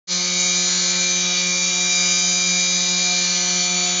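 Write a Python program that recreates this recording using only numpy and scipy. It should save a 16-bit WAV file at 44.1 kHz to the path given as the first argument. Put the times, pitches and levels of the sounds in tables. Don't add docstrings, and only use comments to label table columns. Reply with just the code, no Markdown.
import sys
import numpy as np
from scipy.fft import rfft, irfft, next_fast_len
from scipy.io import wavfile
from scipy.ndimage import map_coordinates

SR = 44100
rng = np.random.default_rng(int(sys.argv[2]) if len(sys.argv) > 2 else 0)


def persist_wave(psi):
    counts = np.round(np.clip(psi, -1, 1) * 32767).astype(np.int16)
    wavfile.write(sys.argv[1], SR, np.atleast_2d(counts).T)


N = 176400

SHAFT_HZ = 179.4
TOP_HZ = 7270
PITCH_WANDER = 0.00033


def amp(db):
    return 10 ** (np.asarray(db) / 20)


def value_at_pitch(points, hz):
    pitches, values = np.transpose(points)
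    return np.interp(np.log(hz + 1), np.log(pitches + 1), values)


def curve(points):
    seconds, values = np.transpose(points)
    return np.interp(np.arange(N) / SR, seconds, values)


def wobble(rate):
    samples = np.linspace(0, N, 2048)
    values = rng.standard_normal(1024)
    smooth = map_coordinates(values, [samples * rate / SR], mode="wrap")
    return np.interp(np.arange(N), samples, smooth)


def filtered(sound, gain):
    size = next_fast_len(N + SR // 2)
    hz = np.fft.rfftfreq(size, 1 / SR)
    return irfft(rfft(sound, size) * gain(hz), size)[..., :N]


def rotor_time(wander, rate):
    return np.cumsum(1 + wander * wobble(rate)) / SR


def tone(hz, db, time, scatter=1):
    return np.sqrt(2) * amp(db) * np.cos(2 * np.pi * (hz * time + scatter * rng.random()))


def band_swells():
    # time in seconds, level in dB.
    middle = [(0.15, -40), (0.23, -38), (0.31, -39), (0.74, -37.5), (2.57, -39), (3.8, -37.5),
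              (3.95, -37.5)]
    upper_middle = [(0.15, -33), (1.12, -33), (1.38, -30), (1.56, -36), (1.57, -32.5), (2.32, -33.5),
                    (2.33, -35.5), (3.09, -32), (3.26, -32), (3.95, -30.5)]
    screech = [(0.15, -30.5), (0.76, -32), (0.79, -28), (1.19, -33.5), (1.41, -28.5), (1.44, -33.5),
               (1.56, -29.5), (1.91, -34), (1.94, -32), (2.65, -30.5), (3.32, -29), (3.47, -34),
               (3.66, -28.5), (3.67, -38), (3.9, -32), (3.95, -34)]
    treble = [(0.15, -24), (0.36, -24.5), (0.39, -19.5), (0.65, -22), (0.92, -19.5), (0.93, -24),
              (0.99, -21), (1.14, -21.5), (1.29, -24), (1.6, -21), (1.9, -21), (1.92, -19.5), (2.32, -20),
              (2.4, -22.5), (2.5, -21), (3.04, -22.5), (3.95, -24.5)]
    levels = [curve(band) for band in (middle, upper_middle, screech, treble)]
    return np.array([level - level.mean() for level in levels])


def band_shares(hz):
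    borders_hz = [(1900, 2600), (3700, 4300), (4800, 6100)]
    above = [np.interp(hz, border, [0, 1]) for border in borders_hz]
    return np.array([1 - above[0], above[0] - above[1], above[1] - above[2], above[2]])


def shaft_hum():
    # order (vibrations per turn), relative level in dB.
    orders = [(1, -33), (2, -35), (3, -41.5), (4, -43), (5, -47), (6, -49), (7, -54.5), (8, -58), (9, -52),
              (10, -54.5), (11, -54.5), (12, -47), (13, -46.5), (14, -56.5), (15, -53.5), (16, -46.5),
              (17, -57), (18, -44), (19, -56.5), (20, -61.5)]
    # time in seconds, relative level in dB.
    second = [(0.15, -41), (0.4, -38.5), (1.1, -39.5), (1.6, -41.5), (3.0, -41), (3.3, -41), (3.95, -38)]
    fourth = [(0.15, -49), (0.55, -45), (1.46, -45.5), (1.65, -52.5), (1.79, -40.5), (2.92, -45),
              (3.13, -33.5), (3.23, -45), (3.88, -33), (3.95, -38)]
    swelling = {2: curve(second), 4: curve(fourth)}
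    time = rotor_time(wander=0.00055, rate=14)
    hum = np.zeros(N)
    for order, db in orders:
        level = swelling.get(order, db)
        shake_db = (-1.22 + 0.3938 * min(order - 1, 10)) * wobble(rate=14)
        scatter = min(order / 6, 1) ** 2
        hum += tone(order * SHAFT_HZ, level + shake_db, time, scatter)
    return amp(-1.5) * hum


def drive_whistles():
    # time in seconds, relative level in dB.
    low = [(0.15, -45), (0.45, -33.5), (0.69, -51), (0.77, -41.5), (1.18, -45.5), (1.56, -39),
           (1.77, -51.5), (2.04, -35.5), (2.31, -50), (2.57, -37), (2.8, -50), (3.95, -42.5)]
    main = [(0.15, -42), (0.53, -32), (0.74, -43.5), (1.05, -29), (1.2, -34.5), (1.47, -29.5), (1.75, -32),
            (1.97, -28.5), (2.31, -33.5), (2.44, -29), (2.62, -29.5), (2.82, -35.5), (3.13, -28.5),
            (3.4, -36.5), (3.71, -31.5), (3.95, -38)]
    bright = [(0.15, -35), (0.24, -35.5), (0.42, -29.5), (0.82, -34), (1.35, -29.5), (1.48, -34),
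              (1.94, -29.5), (2.39, -31), (2.86, -29.5), (3.12, -31), (3.43, -39), (3.95, -33.5)]
    upper = [(0.15, -30.5), (0.25, -36), (0.47, -38.5), (0.66, -31), (1.05, -31.5), (1.23, -42.5),
             (1.66, -46), (1.78, -50.5), (3.2, -31.5), (3.95, -37.5)]
    high = [(0.15, -34), (0.35, -36), (0.61, -32.5), (0.72, -36.5), (1.07, -37), (1.24, -37.5),
            (1.77, -39.5), (1.96, -29.5), (3.05, -32), (3.47, -40), (3.92, -43.5), (3.95, -50)]
    ringing = [(0.15, -39), (0.3, -42), (0.77, -33.5), (1.12, -52), (1.23, -30.5), (1.31, -37.5),
               (1.92, -31), (1.99, -38), (2.09, -35), (2.86, -44.5), (3.54, -37.5), (3.95, -41)]
    piercing = [(0.15, -35), (0.25, -37.5), (1.14, -44), (1.23, -43.5), (2.85, -38), (2.93, -40),
                (3.41, -28.5), (3.95, -34)]
    shrill = [(0.15, -35), (0.86, -38), (1.12, -29), (1.2, -36.5), (1.92, -39), (2.06, -33), (2.84, -29.5),
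              (2.93, -37), (3.49, -40.5), (3.95, -46)]
    thin = [(0.15, -41), (0.24, -48), (0.4, -32), (0.61, -34.5), (0.68, -29.5), (1.32, -47), (2.02, -31),
            (2.63, -33), (2.76, -39), (3.95, -30.5)]
    levels_by_hz = {2223: low, 2377.5: main, 3818.2: bright, 4178.3: upper, 4898: high,
                    5672.5: ringing, 5977.3: piercing, 6101: shrill, 6974: thin}
    time = rotor_time(wander=0.00015, rate=8)
    whistles = np.zeros(N)
    for hz, levels in levels_by_hz.items():
        shake_db = 0.42 * wobble(rate=25)
        whistles += tone(hz, curve(levels) + shake_db, time)
    return amp(2.5) * whistles


def bearing_whistles():
    # pitch in Hz, relative level in dB.
    tones = [(1150, -53), (1227, -46), (1311, -47), (1544, -46.5), (1723, -45.5), (2019, -45), (2298, -46),
             (2908, -45.5), (3099, -42), (3375, -44.5), (3418, -54), (3459, -40), (3499, -46.5),
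             (3526, -46.5), (3639, -49.5), (3778, -48.5), (4358, -47), (4675, -38.5), (4938, -45.5),
             (5257, -38.5), (5437, -48.5), (5593, -47.5), (5825, -39), (5995, -41), (6018, -44),
             (6197, -45.5), (6297, -38.5), (6329, -39.5), (6354, -34.5), (6418, -39), (6517, -38),
             (6558, -45), (6737, -35.5), (6822, -35), (7097, -41)]
    swells = band_swells()
    whistles = np.zeros(N)
    for hz, db in tones:
        fade_db = 3 * wobble(rate=2.924)
        shake_db = 1.12 * wobble(rate=30)
        level = db + band_shares(hz) @ swells + fade_db + shake_db
        whistles += tone(hz, level, rotor_time(PITCH_WANDER, rate=10))
    return amp(-2) * whistles


def metal_shimmer(count=130, lowest_hz=3393, spread_db=14):
    # pitch in Hz, typical level of one tone in dB.
    typical_levels = [(3400, -57), (4500, -53), (5400, -57), (6200, -48.5), (6900, -52.5), (7270, -57.5)]
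    swells = band_swells()
    shimmer = np.zeros(N)
    for family in np.array_split(rng.random((count, 2)), 10):
        time = rotor_time(PITCH_WANDER, rate=10)
        fade_db = wobble(rate=4)
        for height, strength in family:
            hz = lowest_hz + (TOP_HZ - lowest_hz) * height
            db = value_at_pitch(typical_levels, hz) + spread_db * (strength - 0.5)
            shimmer += tone(hz, db + fade_db + band_shares(hz) @ swells, time)
    return shimmer


def cutter_squeal():
    # time in seconds, level in dB.
    levels = [(0.15, -31), (0.18, -37), (0.21, -31), (0.75, -35), (0.79, -31), (1.19, -36.5), (1.41, -28.5),
              (1.44, -32), (1.59, -34), (1.86, -40), (3.66, -28), (3.68, -29.5), (3.84, -27), (3.95, -31.5)]
    # pitch in Hz, dB added to that level.
    tones = [(4452, -5), (4522, -3.5), (4538, -7.5), (4600, -13.5)]
    squeal = np.zeros(N)
    for hz, db in tones:
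        flutter_db = 2.5 * wobble(rate=31)
        squeal += tone(hz, curve(levels) + db + flutter_db, rotor_time(PITCH_WANDER, rate=13))
    return squeal


def cutter_grinding(likeness=0.76, dip_depth=0.82):
    # frequency in Hz, relative level in dB.
    hiss_colour = [(25, -19.5), (100, -16.5), (132, -33), (180, -16.5), (300, -24), (450, -17.5),
                   (700, -16), (950, -16), (1300, -13.5), (1900, -32.5), (2250, -5.5), (2600, -13.5),
                   (3000, -14.5), (3400, -13), (3800, -14.5), (4500, -10.5), (5400, -11.5), (6200, -0.5),
                   (7200, -9.5)]
    rasp_colour = [(90, -48), (170, -8), (360, -13.5), (700, -7.5), (1100, -11.5), (1700, -6), (2250, -3.5),
                   (2700, -5), (3500, -3.5), (4500, -4.5), (6000, 4.5), (7200, 4.5)]
    # centre in Hz, width in Hz.
    dips = [(322, 8.1), (765, 14), (940, 23), (1107, 11), (1178, 33), (1690, 10), (1928, 23), (2102, 8.7),
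            (2420, 9.1), (2600, 16), (2762, 8), (2985, 23), (3335, 32), (3690, 54), (3875, 20), (5635, 12)]

    def noise(gain):
        shaped = filtered(rng.standard_normal(N), lambda hz: gain(hz) * (hz < TOP_HZ))
        return shaped / np.sqrt(np.mean(shaped ** 2) + 1e-20)

    def repeat_each_turn(hz):
        return 1 / (1 - likeness * np.exp(-2j * np.pi * hz / SHAFT_HZ))

    def dip_gain(hz):
        gains = [1 - dip_depth * np.exp(-((hz - centre) / width) ** 2) for centre, width in dips]
        return np.prod(gains, axis=0)

    hiss = amp(-33) * noise(lambda hz: amp(value_at_pitch(hiss_colour, hz)))
    rasp = amp(-28) * noise(lambda hz: amp(value_at_pitch(rasp_colour, hz)) * repeat_each_turn(hz))
    bands = filtered(hiss + rasp, lambda hz: dip_gain(hz) * band_shares(hz))
    return np.sum(bands * amp(band_swells()), axis=0)


def scene():
    spindle = shaft_hum() + drive_whistles() + bearing_whistles() + metal_shimmer()
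    return (spindle + cutter_squeal() + cutter_grinding())[None]


def record(dry):
    # frequency in Hz, gain in dB.
    mirror_gains = [(8000, -68), (8750, -30.5), (9000, -35), (9200, -50), (9450, -76), (9800, -120)]
    start_s, fade_s, mirror_hz = 0.071, 0.051, 16000
    t = np.arange(N) / SR
    faded = dry[0] * np.clip((t - start_s) / fade_s, 0, 1)
    trimmed = filtered(faded, lambda hz: 1 / np.sqrt(1 + np.minimum(hz / TOP_HZ, 2) ** 400))
    flipped = 2 * trimmed * np.cos(2 * np.pi * mirror_hz * t)
    mirror = filtered(flipped, lambda hz: amp(value_at_pitch(mirror_gains, hz)))
    return filtered(trimmed + mirror, lambda hz: hz < 9400)[None]


dry = scene()
out = record(dry)
persist_wave(out)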